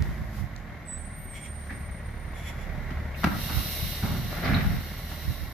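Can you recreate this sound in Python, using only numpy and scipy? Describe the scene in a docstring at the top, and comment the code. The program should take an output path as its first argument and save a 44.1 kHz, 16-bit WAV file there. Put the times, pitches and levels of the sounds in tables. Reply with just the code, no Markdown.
"""A recycling truck pulls up some way down a street, its diesel sinking to idle amid a few puffs of wind.
The brakes squeal thinly as it settles, and the hydraulic arm reaches out in two short whistling rushes.
The arm grips a wheelie bin with a clunk and hoists it, hissing; then the load tumbles into the hopper.
Engine and squeals are built from sine tones, the rest mostly from coloured noise with shaped levels.
House fronts answer the blows and squeals, leaves rustle faintly, and late puffs buffet the microphone."""
import sys
import numpy as np
from scipy import signal
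from scipy.fft import rfft, irfft, next_fast_len
from scipy.io import wavfile
from scipy.ndimage import map_coordinates

SR = 44100
rng = np.random.default_rng(int(sys.argv[2]) if len(sys.argv) > 2 else 0)


def store_pcm(level_fs):
    """Save levels as 16-bit WAV."""
    pcm = np.round(np.clip(level_fs, -1, 1) * 32767).astype(np.int16)
    wavfile.write(sys.argv[1], SR, np.atleast_2d(pcm).T)


N = 243856
TIME = np.arange(N) / SR  # seconds

# Levels in all tables are relative: the functions below balance the layers.
# How fast the engine fires. Each row: time in seconds, firings per second.
FIRING_RATE = [(0, 58), (.3, 53), (.65, 41.2), (1.3, 37.6), (1.55, 35.8), (3.2, 36.4), (4.2, 38.4)]
# How hard the engine works. Each row: time in seconds, load as a clatter level in dB.
ENGINE_LOAD = [(0, -40), (.25, -44), (1.25, -46), (2.2, -44), (2.7, -40.5), (3.7, -40.5), (5.53, -44)]
# Overtones of the firing note. 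Each row: multiple of the firing rate, level in dB.
OVERTONES = [(3, -10), (4, -11.5), (5, -16.5), (6, -17), (7, -20)]
# Colour of the exhaust puffs. Each row: frequency in Hz, level in dB.
PIPE_COLOUR = [(30, -18), (50, 9), (100, 6), (170, 2.5), (230, -2.5), (330, -20), (600, -31), (1200, -83)]
# Colour of the engine block's clatter. Each row: frequency in Hz, level in dB.
BLOCK_COLOUR = [(200, -36), (300, 1), (430, -2.5), (680, 0.5), (950, -5), (1400, -3), (2100, -3),
                (2400, -9), (3100, -17.5), (3900, -16.5), (5000, -24.5), (7000, -31.5), (10000, -50)]
# Ringing of the engine casing. Each row: frequency in Hz, width in Hz, level in dB.
CASING_MODES = [(596, 37, 1.5), (734, 79, -2), (1102, 46, -0.5), (1460, 140, -16), (2006, 30, 3),
                (2162, 42, -1)]
# The low notes dip or swell as the engine settles to idle.
# Each row: time in seconds, length in seconds, change of firing note in dB, change of boom in dB.
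SETTLING = [(.33, .08, 0, 5), (0.826, 0.059, -24, -10), (1.26, 0.056, -1, -16), (1.616, 0.14, -3, 4)]
# Brake squeals. Each row: start in seconds, length in seconds, pitch in Hz, glide in Hz per second,
# starting level in dB, fade in dB per second.
SQUEALS = [(.85, 0.037, 8170, 1000, -49, 30), (0.878, 0.094, 7996, 110, -34.5, 92),
           (0.977, 0.46, 8880, -380, -49, 14), (1.151, 0.114, 13400, -500, -57, 14),
           (1.283, 0.08, 8550, -700, -48, 80), (1.407, 1.05, 8706, 408.5, -47, 17.5)]
# Oil forced through the valve as the arm reaches out.
# Each row: start in seconds, end in seconds, whistle in Hz, whistle level in dB, rush level in dB.
REACHES = [(1.333, 1.493, 3290, -57, -50), (2.367, 2.646, 3390, -55.5, -49.5)]
# Colour of the rush through the valve. Each row: frequency in Hz, level in dB.
VALVE_COLOUR = [(1500, -44), (2200, 7.5), (2500, -7.5), (3400, -9), (4600, -20), (5400, -18), (5700, -6.5),
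                (6000, -22), (6500, -20), (7050, -9), (8500, -25), (9700, -17), (10500, -14.5),
                (14000, -22)]
# Colour of the lifting hiss. Each row: frequency in Hz, level in dB.
HISS_COLOUR = [(1200, -37), (1800, -23), (2120, 1), (2400, -9.5), (2780, 1), (3000, -4), (3500, -2.5),
               (3880, 3), (4800, -5), (5500, -1.5), (6100, -6.5), (6800, -19), (7600, -12), (10000, -41)]
# Colour of the higher spray in that hiss. Each row: frequency in Hz, level in dB.
SPRAY_COLOUR = [(5000, -21), (8400, -16), (10000, -5.5), (12100, 0), (12700, -3.5), (13350, 5.5),
                (14000, -8.5), (14600, -9.5)]
# Blows of arm and bin. Each row: time in seconds, clack level in dB, hollow thud level in dB,
# time for the clack to die by 60 dB in seconds.
KNOCKS = [(1.703, -47, -36, 0.22), (2.904, -39.5, -33, 0.08), (3.233, -29, -47, 0.05),
          (3.241, -17.5, -15, 0.038), (3.27, -32.5, -29, 0.061), (3.313, -39, -40, 0.15),
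          (3.488, -38, -34, 0.32), (3.564, -44.5, -36.5, 0.27), (4.026, -40, -27, 0.3),
          (5.114, -42.5, -39, .1)]
# Colour of the clacks. Each row: frequency in Hz, level in dB.
CLACK_COLOUR = [(200, -27), (340, -19), (500, -10.5), (750, -2), (1050, -5), (1350, 1.5), (1900, -10.5),
                (2300, -12.5), (2650, -9.5), (3100, -16), (4200, -16.5), (6000, -23), (7000, -34),
                (12000, -30)]
# Ringing steel of the arm. Each row: frequency in Hz, width in Hz, level in dB.
ARM_MODES = [(760, 80, -0.5), (950, 67, -4.5), (1380, 97, -11), (1620, 83, -5), (1943, 37, -0.5),
             (2730, 61, -7)]
# Hollow body of the bin. Each row: frequency in Hz, width in Hz, level in dB.
BIN_MODES = [(82, 32, -1), (145, 37, -1.5), (197, 29, -0.5), (240, 37, -6), (282, 44, -6.5)]
# Bags, cans and bottles landing. Each row: time in seconds, rattle level in dB, rumble level in dB.
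DROPS = [(4.03, -37, -35.5), (4.1, -44.5, -28.5), (4.3, -35, -43), (4.359, -33.5, -38), (4.424, -26, -27),
         (4.486, -29, -19.5), (4.534, -27, -30), (4.69, -38.5, -37)]
# Colour of the rubbish. Each row: frequency in Hz, level in dB.
RUBBISH_COLOUR = [(200, -7), (320, -1), (440, -2.5), (660, 1), (830, 1.5), (1020, -6.5), (1350, 4.5),
                  (1530, 0.5), (2100, 1), (3200, -10), (4000, -10.5), (6000, -30.5), (12000, -73)]
# Rumble of the hopper. Each row: frequency in Hz, width in Hz, level in dB.
HOPPER_MODES = [(81.46, 27, -0.5), (125, 29, 0), (160, 27, 4.5), (276, 26, -9)]
# Small bright ticks and clinks. Each row: time in seconds, frequency in Hz, width in Hz, level in dB,
# time to die by 60 dB in seconds.
CLINKS = [(0.024, 2980, 4500, -21, 0.0018), (0.563, 4800, 4960, -32, 0.0051), (1.693, 1916, 790, -34, 0.17),
          (1.79, 11700, 2501, -52, .08), (3.143, 2500, 1000, -38, 0.06), (4.445, 4204, 2500, -34, 0.11),
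          (4.541, 3950, 600, -25.5, 0.085)]
# Wind on the microphone ports. Each row: time in seconds, left level in dB, right level in dB.
PUFFS = [(.006, -22, -17.5), (.095, -26.5, -27.5), (.22, -31, -28), (0.423, -52, -25), (3.576, -30, -23),
         (3.847, -25.5, -31), (4.675, -19.5, -28), (4.752, -28, -21), (5.298, -31, -21.5),
         (5.429, -39, -28.5)]
# Gusts in the leaves. Each row: time in seconds, length in seconds, rise over the calm in dB.
GUSTS = [(0, 0.24, 9.5), (0.383, .045, 10.5), (1.7, 0.12, 5.5), (2.846, 0.48, 5)]
# Colour of the leaves. Each row: frequency in Hz, level in dB.
LEAF_COLOUR = [(1500, 4), (3500, 1.5), (5500, 2), (8000, -5), (10500, -2.5), (12000, 2.5), (15000, -3)]
# How alike the noise is at both ears. Each row: frequency in Hz, likeness from 0 to 1.
EAR_LIKENESS = [(50, 0.85), (250, 0.97), (600, 0.85), (1200, 0.48), (2200, 0.67), (4000, 0.12), (7000, 0),
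                (12000, 0.037)]
# How long the street echoes. Each row: frequency in Hz, time to die by 60 dB in seconds.
STREET_DECAY = [(100, 0.5), (1500, 0.52), (5000, 0.12), (12000, 0.76)]
# Balance of the two ports. Each row: frequency in Hz, left minus right in dB.
EAR_BALANCE = [(40, -1), (200, -0.5), (1200, 0.5), (2300, 0), (4200, -2.1), (14000, -4)]

NOTE_DB, BOOM_DB = 2.5, 2  # firing note, and boom at twice its rate, over the load
BOOM_HZ, BOOM_WIDTH_HZ = 70.7, 12.5  # the exhaust resonance that carries the boom
STRAINS, STRAIN_S, STRAIN_DB = [1.85, 3.03], 0.063, 6.5  # the boom swells just after the arm meets a load
SQUEAL_RISE_S, SQUEAL_RELEASE_S = 0.011, 0.019
SCOOP_HZ, SCOOP_S = 108, 0.0308  # each squeal slides up into its pitch
VALVE_OPEN_S, VALVE_SHUT_S = 3.146, 5.347  # the valve stays open through the lift
OPEN_S, SHUT_S = 0.038, 0.33  # how gradually it opens and shuts
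HOIST_START_S, HOIST_END_S = 3.33, 3.847  # the flow surges while the bin goes up
# Each flow: steady level in dB, surge level in dB, surge rise in seconds, surge release in seconds.
HISS_FLOW, SPRAY_FLOW = (-47.5, -41.5, 0.1, 0.26), (-47.5, -39, 0.17, 0.16)
DROP_RISE_S, RATTLE_T60_S, RUMBLE_T60_S = 0.014, 0.56, 0.6  # T60: time to die by 60 dB
CANS_FROM_S, CANS_BLEND_S = 4.2, 0.3  # soft bags give way to hard things
PUFF_S, CALM_DB = 0.023, -63  # length of a wind puff, level of the leaves between gusts
TOP_HZ = 14600  # nothing above this is kept


def engine():
    """Six cylinders fire in turn: low exhaust notes, puffs through the pipe and clatter from the block."""
    (rate,), (load_db,) = curves(FIRING_RATE), curves(ENGINE_LOAD)
    note_db, boom_db = exhaust_levels(rate, load_db)
    firing = np.cumsum(rate * (1 + 0.00782 * wobble(12))) / SR  # running count of firings

    def order(multiple, waver_db):
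        phase = 2 * np.pi * (multiple * firing + rng.random())
        return np.sqrt(2) * np.sin(phase) * amp(waver_db * wobble(11))

    notes = amp(note_db) * order(1, waver_db=2.0) + amp(boom_db) * order(2, waver_db=1.5)
    # the low notes drift from ear to ear
    notes = notes * amp(3.0 * wobble(4.02) * np.array([[1], [-1]]) - 1.5)
    overtones = sum(amp(db) * order(multiple, waver_db=3.5) for multiple, db in OVERTONES)

    # each cylinder has its own strength, and no two firings are quite alike
    stroke = firing.astype(int)
    cylinders = rng.standard_normal(size=6)
    each_firing = rng.standard_normal(N)[stroke]
    strength = amp(1.9 * cylinders[stroke % len(cylinders)] + 2.86 * each_firing)
    beat = strength * np.sin(np.pi * np.sqrt(firing % 1)) ** 2  # quick rise, slower fall

    puffs = amp(3.0) * unit(0.91 + beat) * noise(shape(PIPE_COLOUR))
    block = amp(-3.5) * noise(lambda hz: shape(BLOCK_COLOUR)(hz) * ripple(hz, depth_db=2.5))
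    casing_noise = noise(lambda hz: body(CASING_MODES)(hz) * band(1300, 2300)(hz))
    casing = amp(-10.5 + 1.7 * wobble(8.2)) * casing_noise
    clatter = unit(1 + 0.24 * beat) * (block + casing)

    # a gear whine wanders
    whine_hz = 2110 + 50 * wobble(6) + 70 * wobble(300)
    whine = amp(-16.5 + 3.9 * wobble(8.8)) * sweep(whine_hz)
    return notes + amp(load_db) * (overtones + whine + puffs + clatter)


def exhaust_levels(rate, load_db):
    """Both low notes follow the load; the boom is strongest on the exhaust resonance and under strain."""
    note_change_db = sum(db * swell(s, length) for s, length, db, _ in SETTLING)
    boom_change_db = sum(db * swell(s, length) for s, length, _, db in SETTLING)
    resonance_db = -10 * np.log10(1 + ((2 * rate - BOOM_HZ) / BOOM_WIDTH_HZ) ** 2)
    strain_db = STRAIN_DB * sum(swell(s, STRAIN_S) for s in STRAINS)
    note_db = load_db + NOTE_DB + note_change_db
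    return note_db, load_db + BOOM_DB + resonance_db + strain_db + boom_change_db


def hydraulics():
    """Oil whistles through the valve in two short reaches, then hisses through the whole lift."""
    out = np.zeros((2, N))
    for start, end, hz, whistle_db, rush_db in REACHES:
        whistle = amp(whistle_db) * sweep(hz + 60 * wobble(400))
        rush = amp(rush_db) * noise(shape(VALVE_COLOUR))
        out += gate(start, end, fade=0.071) * amp(3.3 * wobble(30.05)) * (whistle + rush)
    hiss_level, spray_level = flow(*HISS_FLOW), flow(*SPRAY_FLOW)

    def jet():
        hiss = noise(lambda hz: shape(HISS_COLOUR)(hz) * ripple(hz, depth_db=3.0))
        spray = noise(lambda hz: shape(SPRAY_COLOUR)(hz) * ripple(hz, depth_db=4.0))
        return hiss_level * hiss + spray_level * spray

    # the echo paths shift as the arm swings: blend two jets with different echoes
    swing = np.pi * TIME * 1.1
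    lift = np.cos(swing) * jet() + np.sin(swing) * jet()
    return out + amp(0.58 * wobble(18)) * lift


def flow(steady_db, surge_db, rise, release):
    """A steady flow through the open valve, and a surge on top during the hoist."""
    steady = amp(steady_db) * held(VALVE_OPEN_S, VALVE_SHUT_S, OPEN_S, SHUT_S)
    return steady + amp(surge_db) * held(HOIST_START_S, HOIST_END_S, rise, release)


def knocks():
    """Each blow is a noisy clack of contacts, a short ring of the steel arm and a thud of the hollow bin."""
    clack_level = sum(amp(db) * strike(s, length, rise=0.0012) for s, db, _, length in KNOCKS)
    ring_level = sum(amp(db) * strike(s, length + 0.03, rise=0.0018) for s, db, _, length in KNOCKS)
    thud_level = sum(amp(db) * strike(s, length + 0.08, rise=0.0046) for s, _, db, length in KNOCKS)
    clack = amp(2.5) * clack_level * noise(shape(CLACK_COLOUR))
    steel = amp(-5.0) * ring_level * noise(lambda hz: body(ARM_MODES)(hz) * band(1600, 2800)(hz))
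    thud = amp(2.0) * thud_level * noise(lambda hz: body(BIN_MODES)(hz) * band(200, 440)(hz))
    return clack + steel + thud


def tumble():
    """Soft bags drop first, then cans and bottles land in a dense shower; the hopper rumbles."""
    rattle_power = sum((amp(db) * strike(s, RATTLE_T60_S, DROP_RISE_S)) ** 2 for s, db, _ in DROPS)
    rumble_power = sum((amp(db) * strike(s, RUMBLE_T60_S, DROP_RISE_S)) ** 2 for s, _, db in DROPS)

    # about 300 random landings a second, each dying away over 4 ms
    landings = (rng.random(N) < 300 / SR) * amp(6.9 * rng.uniform(-1.5, 1, size=N))
    contacts = unit(signal.lfilter([1], [1, -np.exp(-1 / (0.004 * SR))], landings) + 2.3)
    hard = contacts * noise(lambda hz: shape(RUBBISH_COLOUR)(hz) * ripple(hz, depth_db=2.0))
    soft = amp(10.5) * filtered(hard, lambda hz: 1 / (1 + (hz / 1000) ** 2))  # muffled treble

    hardness = np.clip((TIME - CANS_FROM_S) / CANS_BLEND_S, 0, 1)
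    rattle = np.sqrt(rattle_power) * (hardness * hard + (1 - hardness) * soft)
    hopper = noise(lambda hz: body(HOPPER_MODES)(hz) * band(180, 600)(hz))
    return rattle + amp(4.0) * np.sqrt(rumble_power) * hopper


def brakes():
    """The drums sing in gliding, fading squeals; scattered echoes make each flutter differently at each ear."""
    out = np.zeros((2, N))
    for start, length, hz, glide, db, fade in SQUEALS:
        age = np.maximum(TIME - start, 0)
        pitch = hz + glide * np.minimum(age, length) - SCOOP_HZ * np.exp(-age / SCOOP_S)
        tone = np.exp(2j * np.pi * np.cumsum(pitch + 16 * wobble(120)) / SR)
        level = amp(db - fade * age) * held(start, start + length, SQUEAL_RISE_S, SQUEAL_RELEASE_S)
        for ear in out:
            echoes = 0.58 * (wobble(49.96) + 1j * wobble(49.74))
            ear += level * np.real(tone * (1 + echoes))
    return out


def clinks():
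    """Short bright ticks: bands of noise that start at once and die away."""
    out = np.zeros((2, N))
    for s, hz, width, db, length in CLINKS:
        out += amp(db) * strike(s, length, rise=length / 25) * noise(band(hz, width))
    return out


def street(x):
    """The diffuse answer of house fronts and trees: noise whose every pitch dies at its own pace."""
    hz, t, grains = signal.stft(rng.standard_normal((2, SR)), SR, nperseg=256)
    decay = amp(-60 * t / along(STREET_DECAY, hz)[:, None])
    tail = signal.istft(grains * decay, SR, nperseg=256)[1]
    delayed = np.pad(x, ((0, 0), (600, 0)))  # 600 samples
    return signal.fftconvolve(delayed, tail / np.linalg.norm(tail[0]), axes=1)[:, :N]


def wind():
    """Leaves rustle faintly in the gusts, and puffs hit each microphone port on their own."""
    gust_db = sum(db * swell(s, length) for s, length, db in GUSTS)
    rustle = amp(CALM_DB + gust_db) * noise(shape(LEAF_COLOUR))
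    push = sum(amp([[left], [right]]) * swell(s, PUFF_S) for s, left, right in PUFFS)
    rumble = [(25, -5), (45, -4), (75, 3), (140, -4.0), (250, -19.0), (600, -43), (2000, -78)]  # Hz, dB
    eddies = filtered(rng.standard_normal((2, N)), shape(rumble))
    return rustle + push * unit(eddies)


def amp(db):
    """Turn decibels into a gain."""
    return 10 ** (np.asarray(db) / 20)


def unit(x):
    """Scale to an average strength (rms) of 1."""
    return x / np.sqrt(np.mean(x ** 2) + 1e-20)


def along(points, hz):
    """Read a curve of (Hz, value) points, joined on a log frequency axis."""
    f, v = np.transpose(points)
    return np.interp(np.log(hz + 1), np.log(f + 1), v)


def curves(rows):
    """One value per sample for each column after the time."""
    s, *columns = np.transpose(rows)
    return [np.interp(TIME, s, column) for column in columns]


def sweep(hz):
    """A sine tone whose pitch follows a curve."""
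    return np.sin(2 * np.pi * np.cumsum(hz) / SR)


def gate(start, end, fade):
    """1 between two times, with soft edges."""
    return np.clip(np.minimum(TIME - start, end - TIME) / fade + .5, 0, 1)


def held(start, end, rise, release):
    """Attack, hold and release."""
    attack = 1 - np.exp(-np.maximum(TIME - start, 0) / rise)
    return attack * np.exp(-np.maximum(TIME - end, 0) / release)


def swell(s, length):
    """A smooth hump around one moment."""
    return np.exp(-.5 * ((TIME - s) / length) ** 2)


def strike(s, t60, rise):
    """The level of a blow: a quick rise, then a fall of 60 dB in t60 seconds."""
    age = np.maximum(TIME - s, 0)
    return (1 - np.exp(-age / rise)) * 1000. ** (-age / t60)


def wobble(rate):
    """A smooth random curve through `rate` random points a second."""
    return map_coordinates(rng.standard_normal(int(N * rate / SR) + 4), [TIME * rate])


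def filtered(x, response):
    """Multiply the spectrum of x by a response to frequency."""
    m = next_fast_len(N + SR // 2)
    return irfft(rfft(x, m) * response(np.fft.rfftfreq(m, 1 / SR)), m)[..., :N]


def shape(points):
    """The response that follows (Hz, dB) points."""
    return lambda hz: amp(along(points, hz))


def body(modes):
    """The response of a struck object: resonances with alternating signs."""
    def response(hz):
        total = 0
        for k, (centre, width, db) in enumerate(modes):
            damping = 1j * hz * width
            total = total + (-1) ** k * amp(db) * damping / (centre ** 2 - hz ** 2 + damping)
        return total
    return response


def band(centre, width):
    """The response of a steep-sided hump."""
    return lambda hz: 1 / (1 + (2 * (hz - centre) / width) ** 4)


def ripple(hz, depth_db):
    """Echoes from road and walls comb the spectrum above the bass, here with random teeth."""
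    teeth = map_coordinates(rng.standard_normal(SR // 40), [hz / 45])
    return amp(depth_db * teeth * np.clip(hz / 700 - .4, 0, 1))


def noise(response):
    """Coloured stereo noise of rms 1, partly alike in both ears."""
    def mid_and_side(hz):
        turn = np.arccos(np.clip(along(EAR_LIKENESS, hz), -1, 1)) / 2
        return response(hz) * np.array([np.cos(turn), np.sin(turn)])

    mid, side = filtered(rng.standard_normal((2, N)), mid_and_side)
    return unit(np.array([mid + side, mid - side]))


def scene():
    """The truck works in the street; the wind is close by."""
    struck_and_rubbed = knocks() + tumble() + clinks() + brakes()
    echoes = amp(-4.5) * street(struck_and_rubbed)
    return engine() + hydraulics() + struck_and_rubbed + echoes + wind()


def record(dry):
    """The two ports differ slightly in tone; the recorder drops the deepest bass and the top treble."""
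    def response(hz):
        ports = amp(along(EAR_BALANCE, hz) * np.array([[.5], [-.5]]))
        return ports * (1 - np.exp(-(hz / 30) ** 4)) * (hz < TOP_HZ)

    soft_ends = np.clip(np.minimum(TIME, TIME[::-1]) / .004, 0, 1)  # 4 ms fades
    return filtered(dry * soft_ends, response)


dry = scene()
out = record(dry)
store_pcm(out)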